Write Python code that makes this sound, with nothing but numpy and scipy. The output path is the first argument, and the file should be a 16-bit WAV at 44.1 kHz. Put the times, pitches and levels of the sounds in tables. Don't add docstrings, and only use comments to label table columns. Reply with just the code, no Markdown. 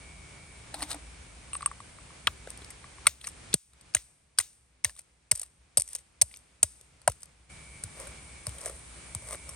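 import sys
import numpy as np
from scipy import signal
from scipy.fft import rfft, irfft
from scipy.io import wavfile
from scipy.ndimage import uniform_filter1d

SR = 44100
rng = np.random.default_rng(int(sys.argv[2]) if len(sys.argv) > 2 else 0)


def inscribe(sig):
    pcm = np.round(np.clip(np.atleast_2d(sig).T, -1, 1) * 32767)
    wavfile.write(sys.argv[1], SR, pcm.astype(np.int16))


N = 421155
T = np.arange(N) / SR


def undb(db):
    return 10 ** (np.asarray(db) / 20)


def decay(t, t60_s):
    return undb(-60 * t / t60_s)


def unit(x):
    return x / np.sqrt(np.mean(x ** 2))


def ring(x, hz, width_hz):
    return signal.lfilter(*signal.iirpeak(hz, hz / width_hz, fs=SR), x)


def body(x, modes):
    return sum(undb(db) * ring(x, hz, width_hz) for hz, width_hz, db in modes)


def shade(x, points):
    hz = np.fft.rfftfreq(1024, 1 / SR)
    points_hz, points_db = np.transpose(points)
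    gain = undb(np.interp(np.log(hz + 1), np.log(points_hz), points_db))
    cepstrum = irfft(np.log(gain))
    cepstrum[1:512] *= 2
    cepstrum[513:] = 0
    response = irfft(np.exp(rfft(cepstrum))) * np.ones(x.shape[:-1] + (1,))
    return signal.fftconvolve(x, response, axes=-1)[..., :x.shape[-1]]


def walk(rate):
    k = int(SR / rate)
    steps = np.repeat(rng.standard_normal(N // k + 1), k)
    return 0.68 * uniform_filter1d(uniform_filter1d(steps, k), k)[:N]


def curve(rows):
    return undb(np.interp(T, *np.transpose(rows)))


def pair(alike):
    mid, side = rng.standard_normal((2, N))
    opposed = side * np.array([[1], [-1]])
    return np.sqrt((1 + alike) / 2) * mid + np.sqrt((1 - alike) / 2) * opposed


def add(out, s, x, db):
    i = int(s * SR)
    x = x[:N - i]
    out[i:i + len(x)] += x * undb(db) / np.abs(x).max()


def clicks(rate, spread_db, hiss):
    sizes = undb(spread_db * rng.exponential(size=N)) * rng.standard_normal(N)
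    hits = (rng.random(N) < rate / SR) * sizes
    return unit(unit(hits) + hiss * rng.standard_normal(N))


def play(spans, upper, lower):
    out = np.zeros(N)
    for s, upper_db, lower_db in map(np.transpose, spans):
        gate = np.clip(np.minimum(T - s[0], s[-1] - T) / 0.024, 0, 1)
        out += gate * undb(np.interp(T, s, upper_db)) * upper
        out += gate * undb(np.interp(T, s, lower_db)) * lower
    return out


# f/Hz, relative level/dB
AIR_COLOUR = [(88, -38.5), (150, -6), (308, -5), (368, -6), (446, -6.5), (1880, -10), (2370, -7.5),
              (2680, -11), (4010, -14), (9000, -17), (10000, -32.5), (13000, -40.5), (22000, -120)]


def air():
    mean_db = -53.5
    return unit(shade(pair(0.24), AIR_COLOUR)) * undb(mean_db + 2.0 * walk(15))


# f/Hz, width/Hz, relative level/dB
RUMBLE_MODES = [(30, 33, -13), (62.5, 23, 2.5), (108, 38, -5.5), (146, 37, -11)]


def rumble():
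    mean_db = -52
    return unit(body(body(pair(0.99), RUMBLE_MODES), RUMBLE_MODES)) * undb(mean_db + 1.3 * walk(2.9))


# f/Hz, width/Hz, relative level/dB
CHORUS_BANDS = [(8600, 900, -3), (9300, 900, -3)]
# t/s, level/dB
CHORUS_LEVEL = [(0, -58), (3.5, -58.5), (7.49, -58.5), (7.5, -54.5), (8.5, -52.5), (9.55, -50)]


def chorus():
    return unit(body(pair(0.2), CHORUS_BANDS)) * curve(CHORUS_LEVEL) * undb(.8 * walk(15))


# t/s, level/dB
DRONE_LEVEL = [(0, -60.5), (1.5, -68.5), (3.5, -75.5), (7.49, -78.5), (7.5, -58.5), (9.55, -61.5)]


def drone():
    mean_rate_hz, centre_hz, width_hz = 110, 2261, 220
    phase = np.cumsum(mean_rate_hz * (1 + 0.019 * walk(12))) / SR
    pulses = np.diff(np.floor(phase), prepend=0) * undb(3.4 * walk(40))
    tone = ring(ring(pulses, centre_hz, width_hz), centre_hz, 0.64 * width_hz)
    return unit(tone) * undb(4 * walk(6)) * curve(DRONE_LEVEL)


# t/s, level/dB
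SURROUNDINGS_LEVEL = [(0, 0), (3.06, 0), (3.1, -8.5), (3.23, -8), (3.32, 0.5), (3.53, 1), (3.57, -32),
                      (3.75, -12.5), (3.9, -6.5), (4.01, -16.5), (4.7, -18.5), (5.44, -17), (5.8, -15),
                      (6.55, -13.5), (7.11, -11.5), (7.49, -12.5), (7.5, -0.5), (9.55, 0)]


def surroundings():
    top_hz = 10150
    together = air() + chorus() + rumble() + drone()
    low_pass = signal.ellip(10, .2, 60, top_hz, fs=SR, output="sos")
    return signal.sosfilt(low_pass, together * curve(SURROUNDINGS_LEVEL))


# f/Hz, relative level/dB
BRIGHT_COLOUR = [(2940, -28.5), (5000, -12), (6320, -11), (7020, -14), (8160, 2.5), (9200, 4.5),
                 (9770, -4.5), (10400, -21.5), (11300, -10.5), (12200, -16.5), (13400, -41), (15500, -34.5),
                 (16500, -53.5)]


def brighten(x):
    return shade(x, BRIGHT_COLOUR)


# t/s, rustle level/dB, pot level/dB
RUMMAGE = [(0.71, -69, -65), (0.75, -58, -52), (0.836, -44.5, -45), (0.872, -59, -57), (0.916, -36.5, -62),
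           (0.958, -61, -45), (0.99, -70, -68)]
# f/Hz, width/Hz, relative level/dB
POT_MODES = [(300, 10.4, 20), (880, 410, 1)]


def rummage():
    grains = clicks(1800, 1.7, 0.78)
    rustle = unit(brighten(grains)) + 0.7 * unit(ring(grains, 1200, 2400))
    rustle += .5 * unit(ring(grains, 3700, 1300))
    hum = unit(body(ring(grains, 600, 900), POT_MODES))
    return play([RUMMAGE], rustle, hum)


# t/s, then peak level/dB of hollow, wall and lip
TAPS = [(1.532, -35.5, -29, -24), (1.538, -58, -55, -24), (1.547, -52, -44, -28),
        (1.552, -28.5, -29.5, -38), (1.562, -51, -60, -31), (1.566, -51, -57, -23.5),
        (1.608, -33, -42, -40), (1.622, -46, -32.5, -35), (1.627, -28.5, -44, -41), (1.66, -19.5, -22, -10),
        (1.674, -35, -58, -40), (1.714, -30.5, -56, -40), (1.803, -34.5, -40.5, -42),
        (1.986, -40, -55, -56), (2.105, -43.5, -61, -57), (2.842, -36, -46, -57), (2.984, -40.5, -47, -54)]
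# f/Hz, width/Hz, relative level/dB
SHELL_MODES = [
    [(1140, 110, 4.5), (1750, 510, -15)],
    [(2750, 240, 10), (3600, 260, -1), (3000, 2400, -4)],
    [(8430, 82, 5.5), (9230, 130, -1)],
]


def taps():
    out, t = np.zeros(N), T[:3000]
    group_bands = ((1280, 1900), (2960, 3800), (8800, 1100))  # f/Hz, width/Hz
    for s, *levels_db in TAPS:
        knock = rng.standard_normal(len(t)) * decay(t, 0.0056)
        for modes, db, (hz, width_hz) in zip(SHELL_MODES, levels_db, group_bands):
            focused = ring(ring(knock, hz, width_hz), hz, 1.6 * width_hz)
            add(out, s, body(focused, modes), db)
    return out


def stroke(s, peak_s, rise_s, fall_s):
    drop_db = 17
    return -drop_db * np.maximum((peak_s - s) / rise_s, (s - peak_s) / fall_s)


# loudest t/s, rise t/s, fall t/s, crunch level/dB, grind level/dB
GRIT = [(2.505, .03, 0.037, -51, -58), (2.63, .08, .08, -60, -64), (3.275, 0.086, 0.058, -46, -64),
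        (4.871, .02, 0.065, -51, -58), (4.989, 0.039, 0.039, -50.5, -74.5), (5.36, .04, .13, -46, -68),
        (5.949, 0.096, 0.078, -47, -67), (6.349, .07, 0.069, -54.5, -75.5),
        (7.231, 0.037, 0.039, -55.5, -72), (7.999, .07, 0.18, -46.5, -47.5), (8.469, 0.025, 0.18, -48, -57),
        (8.67, 0.14, .13, -44.5, -47.5), (9.33, 0.12, 0.051, -41, -44.5), (9.51, 0.07, 0.056, -56, -54.5)]
# f/Hz, width/Hz, relative level/dB
GRIND_MODES = [(577, 116, 0), (1075, 300, -6.5), (2070, 490, -8)]


def grit():
    grains = clicks(2200, 3.2, .7)
    crunch = unit(brighten(grains)) + 0.42 * unit(ring(grains, 3150, 3600))
    crunch += 0.027 * unit(ring(ring(grains, 12500, 4000), 12500, 4000))
    grind = unit(body(ring(grains, 630, 1800), GRIND_MODES))
    spans = []
    for peak_s, rise_s, fall_s, crunch_db, grind_db in GRIT:
        s = np.array([peak_s - rise_s, peak_s, peak_s + fall_s])
        shape_db = stroke(s, peak_s, rise_s, fall_s)
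        spans.append((s, crunch_db + shape_db, grind_db + shape_db))
    return play([np.transpose(span) for span in spans], unit(crunch), grind)


def between(low, high, u):
    return low * (high / low) ** u


def ticks(count):
    rows = []
    for peak_s, rise_s, fall_s, crunch_db, _ in GRIT:
        draw = rng.random((6, count))
        s = np.minimum(peak_s - rise_s + (rise_s + fall_s) * draw[0], T[-100])
        db = crunch_db + 8 + stroke(s, peak_s, rise_s, fall_s) - 5 * np.log(draw[1] + 0.045)
        ring_hz, ring_db = between(496, 2350, draw[2]), db - 19 - 10 * draw[3]
        edge_hz, edge_db = between(2800, 5900, draw[4]), db - 15.5 - 10 * draw[5]
        t60_s = np.full(count, 0.011)
        rows += zip(s, db, ring_hz, ring_db, edge_hz, edge_db, t60_s)
    return rows


# t/s, crumbs level/dB, knock level/dB, thud level/dB,
# thud f/Hz (near its loudest), tail level/dB, tail t60 t/s; levels are peaks
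BLOWS = [(2.2694, -59, -29.5, -39, 80, -41.5, 0.21), (3.0681, -35, -35, -44, 93, -27, 0.12),
         (3.537, -36.5, -44, -26, 200, -35.5, 0.049), (3.946, -32.5, -36, -40, 115, -32, .16),
         (4.3845, -33, -41.5, -47, 90, -30, .2), (4.8445, -35.5, -40, -40.5, 104, -33, .11),
         (5.3146, -32.5, -35, -37, 122, -36.5, .088), (5.7725, -28, -33, -38, 123, -37, .062),
         (6.2147, -29, -35, -40, 104, -39.5, 0.097), (6.628, -27.5, -36.5, -37, 92, -35.5, 0.067),
         (7.0754, -35, -28, -32, 116, -35, .14), (7.835, -44, -55, -37, 111, -45, 0.072),
         (8.4672, -44, -37.5, -33.5, 115, -43, 0.072), (9.1479, -43, -54, -34.5, 106, -48, 0.074)]
# f/Hz, width/Hz, relative level/dB
KNOCK_MODES = [(300, 170, -15), (603, 81, 0), (970, 110, -6)]
# f/Hz, width/Hz, relative level/dB
TAIL_MODES = [(2560, 500, -5.5), (3760, 350, -2), (6650, 900, -0.5), (3500, 20000, -2)]


def thud(t, hz):
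    late = 2.0 / hz
    sag_hz = hz * (0.24 + 0.58 * late / (0.13 * late + 0.68 * t))
    swell = ((t / late) * np.exp(1 - t / late)) ** 5.0
    sway_level = 0.32 * (1 - np.exp(-(t / late) ** 2)) * decay(t, 1000 * late ** 2)
    sway = np.sin(2 * np.pi * 58 * t) * sway_level
    return np.sin(2 * np.pi * np.cumsum(sag_hz) / SR) * swell + sway


def blows():
    out, t = np.zeros(N), T[1:16000]
    rise = 1 - np.exp(-t / 0.0025)
    for s, crumbs_db, knock_db, thud_db, thud_hz, tail_db, tail_t60_s in BLOWS:
        noise = rng.standard_normal((3, len(t)))
        push = noise[2] * (t / .003) * np.exp(-t / 0.0037)
        add(out, s, body(ring(push, 370, 770), KNOCK_MODES), knock_db)
        add(out, s, thud(t, thud_hz), thud_db)
        crumbs = noise[0] * (1 + 2.5 * (np.abs(noise[1]) > 2.6))
        crumbs_fade = decay(t, .07) + .2 * decay(t, 0.7)
        add(out, s, brighten(crumbs) * rise * crumbs_fade, crumbs_db)
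        tail = body(ring(crumbs, 5100, 8800), TAIL_MODES)
        tail_fade = decay(t, tail_t60_s) + 0.086 * decay(t, 0.5)
        add(out, s, tail * rise * tail_fade, tail_db)
    return out


# t/s, snap level/dB, hollow f/Hz, hollow level/dB,
# edge f/Hz, edge level/dB, burst t60 t/s; levels are peaks
CRACKS = [(0.741, -26.5, 790, -29.5, 4200, -29.5, 0.043), (0.8063, -33, 1900, -35, 2770, -51, 0.012),
          (0.8207, -26, 775, -28.5, 4220, -27, 0.024), (0.8255, -18, 1870, -28.5, 4700, -25.5, 0.025),
          (0.8345, -47, 2000, -37, 6400, -32, 0.017), (0.9048, -24, 880, -36, 4010, -33, .02),
          (0.9138, -26, 1300, -51, 4250, -25.5, 0.018), (0.9292, -25.5, 940, -49, 4000, -32, .012),
          (0.9442, -31.5, 815, -31.5, 2510, -46, 0.016), (2.2705, -19, 1910, -17, 3030, -8.5, 0.012),
          (2.2738, -33, 1225, -17, 2770, -20, 0.027), (2.4733, -43, 593, -32.5, 3640, -46, .011),
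          (2.504, -24.5, 450, -50, 5030, -42, 0.0048), (2.5745, -32, 1120, -53, 4770, -44, .008),
          (2.618, -50, 450, -44, 3600, -43, 0.028), (2.645, -39, 2000, -55, 4500, -38, .012),
          (2.7036, -33.5, 1980, -45, 2680, -54, .029), (3.057, -41, 1200, -34, 2500, -40, 0.018),
          (3.068, -2, 1220, -10.5, 3940, -6.5, 0.014), (3.07, -5, 2100, -12, 3100, -15.5, 0.017),
          (3.078, -35, 2100, -32, 2600, -36, .018), (3.2124, -41, 2030, -59, 3340, -39.5, .016),
          (3.242, -35, 1840, -35.5, 4400, -34.5, 0.038), (3.2699, -22.5, 2240, -33, 6560, -31.5, 0.018),
          (3.2754, -31, 1190, -36.5, 5970, -31, 0.008), (3.529, -43, 1340, -49, 3580, -27, 0.042),
          (3.5402, -2.5, 404, -19, 4600, -15.5, 0.0094), (3.5441, -24, 454, -32, 3400, -28.5, .007),
          (3.733, -49, 1210, -60, 4000, -55, .012), (3.81, -41, 1620, -68.5, 4300, -50, .022),
          (3.938, -40.5, 1500, -53, 4730, -39.5, .03), (3.9482, -5.5, 1510, -23, 6480, -11.5, .013),
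          (3.967, -24, 1957, -29, 3300, -31, 0.017), (4.376, -44, 1500, -60, 4900, -42, .03),
          (4.3861, -6, 1460, -20, 4860, -12.5, 0.018), (4.4003, -18.5, 1990, -24.5, 6700, -26, 0.014),
          (4.4077, -21, 1186, -40, 3770, -36, .021), (4.8408, -31, 2076, -49, 5100, -36.5, 0.016),
          (4.8454, -8.5, 2050, -21.5, 6040, -17.5, 0.017), (4.851, -28, 1820, -26, 3800, -26, .013),
          (4.895, -34.5, 1770, -40.5, 5100, -43, 0.014), (4.9637, -43, 1120, -56, 3670, -49, .016),
          (4.9909, -39, 1990, -52, 4430, -49, .02), (5.3127, -9, 2020, -49, 6250, -20.5, 0.013),
          (5.315, -5, 1920, -23, 5200, -21, 0.016), (5.3246, -31, 514, -36, 5140, -42, 0.0091),
          (5.352, -25, 1910, -53, 5070, -58, .015), (5.357, -24, 2190, -57, 6490, -48, 0.012),
          (5.377, -34, 2010, -59, 4600, -53, 0.0088), (5.3953, -22.5, 1920, -54, 6490, -56, 0.01),
          (5.415, -25.5, 550, -48.5, 6800, -40, 0.013), (5.431, -27, 1940, -44, 4370, -44, .018),
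          (5.7718, -3.5, 600, -26, 6140, -30, 0.023), (5.7782, -10, 1990, -38, 5200, -19, 0.0034),
          (5.782, -11, 447, -41, 5020, -31, 0.0058), (5.7976, -13, 607, -49, 6400, -38, 0.0063),
          (5.802, -21.5, 560, -45, 5000, -31.5, 0.015), (5.807, -21, 2100, -67, 6400, -45, .016),
          (5.8195, -15.5, 590, -44, 6330, -33, 0.0069), (5.877, -35, 2020, -61, 6350, -43, .01),
          (5.8877, -31, 1900, -55, 6300, -50, 0.013), (5.931, -28, 1040, -53, 6200, -46, 0.017),
          (5.95, -19, 2540, -56, 6140, -34, 0.019), (5.961, -27, 2390, -57, 6700, -37, .011),
          (5.985, -37, 2010, -61, 6310, -48, .02), (6.2142, -4.5, 710, -28.5, 6660, -13.5, 0.011),
          (6.2185, 0.5, 640, -24.5, 5850, -29, 0.0088), (6.2225, -15, 673, -34, 4900, -31, 0.016),
          (6.312, -50.5, 2100, -52, 3120, -47.5, .012), (6.34, -48, 2100, -45, 3400, -36.5, 0.0087),
          (6.3607, -45, 2300, -67, 5900, -38.5, 0.013), (6.3703, -35.5, 1860, -68.5, 6280, -56, .013),
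          (6.6293, -1, 990, -27, 6780, -16, 0.019), (6.6349, -25.5, 447, -29, 3940, -44, 0.0097),
          (6.8111, -38, 450, -56.5, 6480, -50, .013), (7.016, -45, 1490, -58, 4460, -52.5, .015),
          (7.0768, -5.5, 740, -8, 2450, -39, 0.0086), (7.0797, -25, 990, -15.5, 3190, -36, 0.016),
          (7.0972, -27, 440, -35, 6240, -42, 0.016), (7.118, -33, 1460, -49, 5000, -43, .02),
          (7.2313, -28.5, 1060, -51, 6400, -62.5, .011), (7.8366, -20.5, 443, -37.5, 6530, -47, 0.015),
          (7.999, -31, 500, -52, 2620, -48, 0.011), (8.0703, -33, 570, -40, 3310, -49, 0.032),
          (8.4676, -20, 1100, -35, 5170, -38, 0.0095), (8.4921, -30, 2370, -46, 3170, -45, .01),
          (8.5833, -32, 900, -49, 3190, -42, .019), (8.659, -15.5, 633, -33, 6700, -44, 0.0055),
          (8.663, -26.5, 620, -28.5, 3400, -39, 0.01), (8.697, -35, 546, -34, 2620, -47, 0.015),
          (9.1486, -18, 940, -38, 3870, -41, 0.011), (9.2861, -30, 630, -38.5, 4900, -50, 0.022),
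          (9.325, -34, 1080, -44, 3600, -41, .02), (9.346, -35, 535, -30, 3340, -46, .013),
          (9.4906, -30, 1070, -44, 5660, -39, 0.033)]


def cracks():
    out, t = np.zeros(N), T[:2000]
    for s, snap_db, hollow_hz, hollow_db, edge_hz, edge_db, t60_s in CRACKS + ticks(count=8):
        burst = rng.standard_normal(len(t)) * (1 - np.exp(-t / 0.00071)) * decay(t, max(t60_s, .002))
        broad_low = ring(ring(burst, 1300, 1100), 1300, 1100)
        broad_mid = ring(ring(burst, 3400, 2800), 3400, 2800)
        hollow = ring(ring(burst, hollow_hz, 660), hollow_hz, 290) + 0.38 * broad_low
        edge = ring(ring(burst, edge_hz, 2600), edge_hz, 800) + 0.41 * broad_mid
        add(out, s, brighten(burst), snap_db)
        add(out, s - .0006, hollow, hollow_db)
        add(out, s, edge, edge_db)
    return out


# f/Hz, left lead/rad
LEAD = [(0, 0), (600, .3), (1500, .55), (2500, 1.2), (4200, 1.25), (8000, 1.4), (12000, 1.3)]
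# f/Hz, left minus right level/dB
LEAN = [(60, 2.5), (110, 0.0), (200, 3), (380, 1), (700, 1), (1290, 1.5), (2380, 1), (4400, 6.5), (8120, 2),
        (15000, -3.5)]


def ports(near):
    hz = np.fft.rfftfreq(N, 1 / SR)
    lead = np.interp(hz, *np.transpose(LEAD))
    lean_hz, lean_db = np.transpose(LEAN)
    lean = np.interp(np.log(hz + 1), np.log(lean_hz), lean_db)
    half = undb(lean / 2) * np.exp(.5j * lead)
    return irfft(rfft(near) * np.array([half, 1 / half]), N)


def scene():
    near = rummage() + taps() + grit() + blows() + cracks()
    return surroundings() + ports(near)


def record(dry):
    top_hz = 16600
    rounded = .82 * np.tanh(dry / .82)
    return signal.sosfilt(signal.ellip(10, .2, 80, top_hz, fs=SR, output="sos"), rounded)


dry = scene()
out = record(dry)
inscribe(out)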